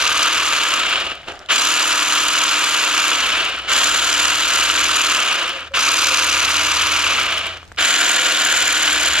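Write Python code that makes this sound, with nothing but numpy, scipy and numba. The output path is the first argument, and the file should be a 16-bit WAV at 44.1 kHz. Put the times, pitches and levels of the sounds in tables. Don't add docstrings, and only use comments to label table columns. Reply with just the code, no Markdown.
import sys
import numpy as np
from scipy import signal
from scipy.fft import rfft, irfft
from scipy.io import wavfile
from scipy.ndimage import uniform_filter1d
from numba import njit

SR = 44100
rng = np.random.default_rng(int(sys.argv[2]) if len(sys.argv) > 2 else 0)


def transcribe(signal):
    frames = np.atleast_2d(signal).T
    limited = np.clip(frames, -1, 1)
    pcm = np.round(limited * 32767).astype(np.int16)
    wavfile.write(sys.argv[1], SR, pcm)


def gain_from_db(level_db):
    decades = np.asarray(level_db, float) / 20
    return 10 ** decades


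N = 405719
TIME = np.arange(N) / SR

# pressed in seconds, released in seconds, crank turns in Hz,
# moment of one blade reversal in seconds
TRIGGER = [
    (-1, 0.68, 19.58, 0.342),
    (1.487, 3.13, 19.59, 2.348),
    (3.678, 5.13, 19.59, 4.416),
    (5.737, 6.4, 19.6, 6.0525),
    (6.47, 7.03, 19.66, 6.7805),
    (7.772, 9.1, 19.63, 8.483),
]
BURST_ENDS = [row[0] for row in TRIGGER[1:]] + [N / SR]


@njit
def svf(x, hz, width):
    y, b, l = x.copy(), np.zeros(2), np.zeros(2)
    for i in range(len(x)):
        g, k = np.pi * hz[i] / SR, width / hz[i]
        g = g * (1 + g * g * (1 / 3 + g * g * (2 / 15 + g * g * 17 / 315)))
        for j in range(2):
            v = (b[j] + g * (y[i] - l[j])) / (1 + g * (g + k))
            b[j] = 2 * v - b[j]
            l[j] += 2 * g * v
            y[i] = k * v
    return y


def unit(x):
    return x / np.sqrt(np.mean(x ** 2))


def curves(rows):
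    s, *columns = np.transpose(rows)
    return [np.interp(TIME, s, c) for c in columns]


def walk(rate):
    hold = int(SR / rate)
    steps = np.repeat(rng.standard_normal(N // hold + 1), hold)
    return 0.686 * uniform_filter1d(uniform_filter1d(steps, hold), hold)[:N]


def coloured(points):
    hz, db = np.transpose(points)
    f = np.maximum(np.arange(N // 2 + 1) * SR / N, 1)
    shape = gain_from_db(np.interp(np.log(f), np.log(hz), db))
    return unit(irfft(rfft(rng.standard_normal(N)) * shape, N))


def coasting(since):
    coast_s = 0.66
    return np.clip(1 - np.maximum(since, 0) / coast_s, 0, 1) ** 0.8


def bumps(turn):
    # crank angle in turns, force on teeth and force on gears in dB above the reversal
    crossings = [(.09, 4.2, 3.0), (.195, 6.0, 2.6), (.3, 2.0, .8), (.36, 6.6, 2.6), (.447, 4.6, 1.8),
                 (.603, 6.2, 4.5), (.728, 8.0, 3.6), (.828, 8.0, 2.9), (.912, 2.4, .7)]
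    width_turns, reversal_teeth_db, reversal_gears_db = 0.056, -5.6, -2.6
    angle, teeth, gears = np.transpose(crossings)
    away = (turn[:, None] - angle + 0.5) % 1 - 0.5
    near = np.exp(-(away / width_turns) ** 2)
    return reversal_teeth_db + near @ teeth, reversal_gears_db + near @ gears


def crank():
    # motor level in dB, extra bite of the back stroke in dB, depth of the cycle
    bursts = [(-45.5, -2, 1.1), (-43, -0.1, 0.88), (-44, 0.5, 1.05), (-45, 1, 1.15), (-43, -0.5, 0.92),
              (-43.5, 0.5, 1.06)]
    spin_up_s = 0.045
    share, turn, teeth_db, gears_db, motor_db = np.zeros((5, N))
    last_share = 0
    for (press, release, hz, reversal), (db, back_db, depth), end in zip(TRIGGER, bursts, BURST_ENDS):
        now = (TIME >= press) & (TIME < end)
        t = TIME[now]
        rise = 1 - (1 - last_share) * np.exp(-(t - press) / spin_up_s)
        share[now] = rise * coasting(t - release)
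        last_share = share[now][-1]
        angle = np.cumsum(share[now]) * hz / SR
        turn[now] = angle - np.interp(reversal, t, angle)
        back = back_db * np.exp(-((turn[now] % 1 - 0.36) / 0.07) ** 2)
        on_teeth, on_gears = np.array(bumps(turn[now])) * share[now]
        teeth_db[now] = depth * on_teeth + back
        gears_db[now] = depth * on_gears
        motor_db[now] = db
    return share, turn, teeth_db, gears_db, motor_db


def loudness():
    # housing in dB, blade in dB above it, teeth in dB above it when pressed,
    # the same when released, overshoot at the start in dB
    heard = [(-22, 2, -2, -6, 3.0), (-22, 2, -3, -5, 3.5), (-22, 2, -4.5, -4, 3.5),
             (-22.5, 1.5, 0.5, -1, 3.5), (-22.5, 1.7, -0.9, -4, 1), (-21.3, 0.5, -6, -6, 3)]
    # housing loss, blade ring lift, handle lift, teeth change, all in dB
    coasts = [(-68, 2, 12, -14.5), (-51, 1.5, 8, -13), (-59, 0, 6.5, -13), (-55, 1.5, 9.5, -13),
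              (-56.5, 1.5, 9.5, -10.5), (-55, 3, 9.5, -15)]
    # peak moment in seconds, peak in dB, decay in seconds
    jogs = [(1.283, -32, 0.017), (1.31, -38, 0.046), (1.34, -43, .025), (1.415, -46.5, 0.14),
            (3.635, -41, 0.011), (3.678, -30, .01), (5.679, -36.5, 0.0049), (7.47, -31.5, 0.029),
            (7.63, -49, 0.0074)]
    jog_rise_s, rest_db = 0.011, -63.5
    bite_s, kick_s, teeth_late_db, teeth_late_s = 0.017, 0.087, -16, 0.026
    gain, blade_db, teeth_db, handle_db = np.zeros((4, N))
    cold, before = 1, 0
    for trigger, burst, coast, end in zip(TRIGGER, heard, coasts, BURST_ENDS):
        press, release, *_ = trigger
        db, blade, first_db, last_db, kick_db = burst
        loss_db, ring_db, lift_db, dull_db = coast
        now = (TIME >= press) & (TIME < end)
        t = TIME[now]
        slack = 1 - coasting(t - release)
        kick = cold * kick_db * np.exp(-(t - press) / kick_s)
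        full = gain_from_db(db + kick + loss_db * slack ** 3.56)
        gain[now] = before + (full - before) * np.minimum((t - press) / bite_s, 1) ** 0.67
        blade_db[now] = blade + ring_db * slack - 8.5 * slack ** 3.83
        pressed_db = np.interp(t, [max(press, 0), release], [first_db, last_db])
        late = cold * teeth_late_db * np.exp(-(t - press) / teeth_late_s)
        teeth_db[now] = pressed_db + dull_db * np.minimum(slack / 0.63, 1) + late
        handle_db[now] = -15.5 + lift_db * slack
        cold, before = slack[-1], gain[now][-1]
    for s, db, decay in jogs:
        gain += gain_from_db(db) * np.exp(-np.where(TIME < s, (s - TIME) / jog_rise_s, (TIME - s) / decay))
    return gain + gain_from_db(rest_db), blade_db, teeth_db, handle_db


def knocks(spread_db, flutter_db, apart, strike):
    uneven_db = spread_db * np.minimum(rng.exponential(size=N), 4.5)
    size = gain_from_db(uneven_db + flutter_db * np.clip(walk(260), -2.2, 2.2))
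    strikes = (rng.random(N) < 140 / SR) * rng.random(N)
    dying = signal.lfilter([1], [1, -np.exp(-1 / (0.0011 * SR))], strikes)
    size = size * (1 + strike * np.minimum(dying, 1))
    common, own = rng.standard_normal((2, N))
    return unit(size * (common + apart * own * np.array([[1], [-1]])))


def worn_gears(share, turn):
    patterns = rng.standard_normal((2, 2252))
    first, second = [np.interp(turn % 1 * 2251, np.arange(2252), row) for row in patterns]
    return (first * np.cos(1.467 * TIME) + second * np.sin(1.422 * TIME)) * share ** 2


def ring(drive, modes, shift):
    out = np.zeros((2, N))
    samples = np.arange(N)
    for hz, width, db, pan_db, lag in modes:
        left, right = (svf(port, hz * shift, 2.0 * width) * gain_from_db(db) / np.sqrt(width) for port in drive)
        out[0] += gain_from_db(pan_db / 2) * np.interp(samples - lag, samples, left)
        out[1] += gain_from_db(-pan_db / 2) * right
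    return out


def rattle(share, turn, on_teeth, on_gears):
    # centre in Hz, width in Hz, level in dB, left minus right in dB, left lag in samples
    handle_modes = [(224, 166, -9.5, 0.1, 1.4), (324.7, 86, -1.5, 0.1, 2.6), (381.6, 58.4, -2, 0.1, 3.2),
                    (530, 83, -2, 0.1, 0.7), (647, 173, 8.5, 0.1, 0.64)]
    housing_modes = [(1057, 140, -4, 0.1, 1.1), (1258, 164, 3, 2.5, 1.5), (1370, 366, 9, -2.4, 0.63),
                     (1600, 325, -0.5, 1.7, 7.4)]
    blade_modes = [(2394, 320, 0, 0.2, 2.36), (2727, 566, 7.5, 0.13, 1.94), (3270, 760, 0, 0.4, 2.62)]
    idler_modes = [(3020, 67, -2.5, .3, 5.2)]
    teeth_modes = [(4140, 390, 2, 0.1, 2.4), (4806, 380, 2, 0.1, 1.4), (5995, 720, 3.6, 0.042, 1.52)]
    tip_modes = [(7064, 470, 0.99, 0.35, 2.6)]
    hiss_modes = [(8870, 2400, -11, -19.5, 2.1), (9800, 1160, -12, -0.5, 1.8),
                  (11360, 1300, -15.5, 2, 3.07), (13100, 4100, -26, 19, 2.9)]
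    # time in seconds, housing in Hz, blade in Hz,
    # tooth tips in dB, blade heel in dB
    wrist = [(0.0, 1290, 2820, -5.8, 0.5), (1.45, 1300, 2840, 7.5, 0), (1.5, 1310, 2840, 0.5, -2),
             (3.65, 1355, 2800, 0.5, 1.5), (3.7, 1370, 3020, 3.5, 1.1), (5.7, 1320, 2710, -1.5, 0.5),
             (5.76, 1313, 2730, -4.8, 2), (7.7, 1285, 2850, -2, 5.5), (7.8, 1504, 3023, 4.5, 7),
             (9.2, 1545, 3010, 3, 6)]
    gain, blade_db, teeth_db, handle_db = loudness()
    housing_hz, blade_hz, tips_db, heel_db = curves(wrist)
    flat_db = 1.5 + 0.17 * heel_db
    hiss_db = 0.52 + 0.48 * tips_db
    slack = 1 - share
    still = np.ones(N)
    worn = worn_gears(share, turn)
    loose_db = 1.0 * walk(30) + 3.7 * slack * walk(120)
    gears = knocks(2.82, 1.36, 0.19, 1.2)
    points = knocks(4.9, 0.77, 1.0, 2.3)
    edges = knocks(2.5, 1.4, 0.26, 2.0)

    handle = unit(ring((gears + 0.5 * worn) * gain_from_db(0.25 * on_gears + loose_db), handle_modes, still))
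    shake = (gears + 0.51 * worn) * gain_from_db(1.18 * on_gears + loose_db)
    housing = unit(ring(shake, housing_modes, housing_hz / 1300))

    swing = (gears + 0.37 * edges + 0.6 * worn) * gain_from_db(1.11 * on_gears + loose_db)
    blade_shift = blade_hz / 2750
    blade = ring(swing, blade_modes[2:], blade_shift)
    blade += gain_from_db(flat_db + 0.53 * slack) * ring(swing, blade_modes[1:2], blade_shift)
    heel_drive = (edges + 0.46 * worn) * gain_from_db(0.97 * on_gears + loose_db)
    blade = unit(blade + gain_from_db(heel_db) * ring(heel_drive, blade_modes[:1], still))
    blade += slack ** 0.6 * gain_from_db(-6.5) * unit(ring(swing, idler_modes, still))

    scrape = gain_from_db(1.28 * on_teeth + loose_db)
    teeth = ring((edges + 0.15 * gears) * scrape, teeth_modes, still)
    tips = ring((edges + 1.14 * points) * scrape, tip_modes, still) * gain_from_db(tips_db - 3.2 * slack)
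    hiss = ring((points + 0.52 * edges) * scrape, hiss_modes, still) * gain_from_db(hiss_db - 2.7 * slack)

    parts = housing + handle * gain_from_db(handle_db + 3.5) + blade * gain_from_db(blade_db + 1.0)
    parts += unit(teeth + tips + hiss) * gain_from_db(teeth_db + 3.5)
    return parts * gain


def motor(share, turn, motor_db):
    gear = 296.1 / 19.59
    spin = 2 * np.pi * gear * turn
    load = 1 + 0.19 * np.cos(2 * np.pi * (turn - 0.45))
    hum = (np.sin(spin) + 0.3 * np.sin(2 * spin + 1.2)) * load + 0.4 * np.sin(2 * np.pi * 17 * turn)
    mesh = sum(np.sin(2 * np.pi * order * turn + walk(6)) for order in (50, 52, 58, 64))
    return (hum + 0.75 * mesh) * share ** 4.5 * gain_from_db(motor_db + 2.5 + 1.6 * walk(12))


def shears():
    share, turn, on_teeth, on_gears, motor_db = crank()
    return rattle(share, turn, on_teeth, on_gears) + motor(share, turn, motor_db)


def yard():
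    # time in seconds, firing rate in Hz, level in dB
    engine = [(0.0, 77.4, -52), (0.54, 85.4, -59), (0.8, 61.5, -62), (1.33, 73.2, -63), (2.1, 69.6, -68),
              (2.35, 66.5, -71), (2.56, 61.0, -65), (3.23, 64.5, -53), (3.94, 61.9, -53), (4.05, 67.7, -52),
              (4.82, 72.6, -49), (5.4, 71.9, -64), (5.66, 78, -55), (6.48, 83.6, -45), (7.51, 86.7, -49.5),
              (8.3, 66, -65), (8.61, 70.8, -57), (9.2, 70.7, -45)]
    # frequency in Hz, density in dB per Hz
    air_points = [(60, 1), (150, -4.5), (400, -10), (1200, -10), (2500, -14), (5000, -20), (8000, -28),
                  (12000, -50), (15500, -50)]
    hz, db = curves(engine)
    cycle = 2 * np.pi * np.cumsum(hz + 1.2 * walk(5.9)) / SR
    tones = np.sin(cycle) + 0.046 * np.sin(2 * cycle) + 0.11 * np.sin(3 * cycle) + 0.066 * np.sin(4 * cycle)
    drone = gain_from_db(db + 5.5 + 1.65 * walk(13)) * tones
    rumble = coloured([(15, -28), (40, -14), (60, -3.5), (100, -13), (200, -21.5), (400, -52)])
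    rumble *= gain_from_db(-54.5 + 0.43 * (db + 56.5) + 5.9 * walk(5.1))
    air = coloured(air_points) + 0.76 * coloured(air_points) * np.array([[1], [-1]])
    air *= gain_from_db(-54.5 + 3.9 * walk(18))
    wind = np.array([coloured([(15, 12), (45, -17), (120, -28), (300, -50)]) for _ in range(2)])
    wind *= gain_from_db(-78 + 2.9 * walk(4))
    return drone + rumble + air + wind


def snips():
    # start in seconds, peak in dB (the loudest are held at -17.5 dB)
    passes = [(0.8974, -17), (0.9258, -28), (0.9662, -24), (1.0016, -25), (1.054, -27), (1.1532, -33),
              (5.3298, -12), (5.394, -23), (5.4296, -21), (5.4594, -29), (5.477, -22), (5.4929, -20),
              (5.5024, -30), (5.5942, -35), (5.6063, -30), (7.2015, -9), (7.2317, -11), (7.3236, -20),
              (7.3677, -24), (7.3801, -14), (7.3914, -22), (7.4579, -26), (7.4674, -23),
              (3.2061, -8), (3.2715, -12), (3.3268, -19), (3.3817, -19), (3.4201, -23), (3.4501, -14),
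                   (3.4994, -28), (3.5633, -28), (3.5877, -26), (3.6194, -34)]
    rows = passes
    out, t = np.zeros((2, N)), np.arange(500) / SR
    band = signal.butter(2, [4500, 9500], "band", fs=SR, output="sos")
    chance = rng.standard_normal((len(rows), 3, 500))
    for (s, db), (common, *own) in zip(rows, chance):
        scrape = signal.sosfilt(band, (common + 0.62 * np.array(own)) * np.exp(-t / 0.0018))
        start = int(s * SR)
        out[:, start:start + 500] += gain_from_db(min(db, -17.5) - 0.5) * scrape / np.abs(scrape).max()
    return out


def ticks():
    # start in seconds, peak in dB, ring in Hz, crack in dB
    snaps = [(1.219, -33.0, 2500.0, -43), (1.232, -27, 2200.0, -50.0), (1.285, -16, 815, -38),
             (1.322, -22, 1500.0, -34), (1.355, -28.0, 1800.0, -34), (1.36, -30, 2980, -39),
             (1.392, -27, 5500.0, -34), (1.403, -26, 1300.0, -44), (1.461, -28, 3520, -38),
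             (5.719, -28, 1345, -45), (7.573, -23, 2880, -34), (7.63, -25, 1184, -45),
             (7.642, -37.0, 3000.0, -46), (7.652, -43.5, 3020, -40.5), (7.678, -45.0, 2500.0, -39),
             (7.685, -49.0, 2500.0, -44), (7.718, -21, 1600.0, -48.0), (7.722, -29, 752, -35),
             (7.747, -35, 1900.0, -49.0), (7.762, -41, 2470, -36)]
    out, t = np.zeros((2, N)), np.arange(700) / SR
    band = signal.butter(4, [2800, 8500], "band", fs=SR, output="sos")
    cracks = signal.sosfilt(band, rng.standard_normal((len(snaps), 2, 700)))
    for (s, db, hz, crack_db), crack in zip(snaps, cracks):
        tone = gain_from_db(db) * np.sin(2 * np.pi * hz * t) * np.exp(-t / 0.00071)
        start = int(s * SR)
        out[:, start:start + 700] += tone + gain_from_db(crack_db + 10) * crack * np.exp(-t / 0.00062)
    return out


def dove():
    # start in seconds, length in seconds, pitch in Hz, level in dB
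    coos = [(5.365, .05, 544, -36.5), (5.532, 0.054, 540, -37), (5.707, 0.068, 548, -36.5),
            (5.875, 0.055, 540, -42), (6.03, 0.073, 544, -41), (6.105, 0.034, 530, -36),
            (6.166, 0.086, 520, -39), (8.146, .2, 508, -39), (8.448, 0.22, 514, -45)]
    out = np.zeros(N)
    for s, length, hz, db in coos:
        edge = np.clip(np.minimum(TIME - s, s + length - TIME) / 0.008, 0, 1)
        out += gain_from_db(db + 2) * edge * np.sin(2 * np.pi * hz * TIME)
    return out * gain_from_db(1.5 * walk(25))


def scatter(tool):
    t = np.arange(3000) / SR
    echoes = rng.standard_normal((2, 3000)) * np.exp(-t / 0.0055) * (t > 0.002)
    echoes *= gain_from_db(-17) / np.sqrt(np.sum(echoes ** 2, axis=1, keepdims=True))
    return signal.fftconvolve(tool, echoes, axes=1)[:, :N]


def scene():
    tool = shears() + snips() + ticks()
    return tool + scatter(tool) + yard() + dove()


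def band_limit(x):
    return signal.sosfilt(signal.butter(12, 15750, fs=SR, output="sos"), x)


def record(dry):
    rounded = np.tanh(0.79 * dry) / 0.7
    top_cut = signal.ellip(8, 0.3, 60, 15280, fs=SR, output="sos")
    return band_limit(signal.sosfilt(top_cut, rounded))


dry = scene()
out = record(dry)
transcribe(out)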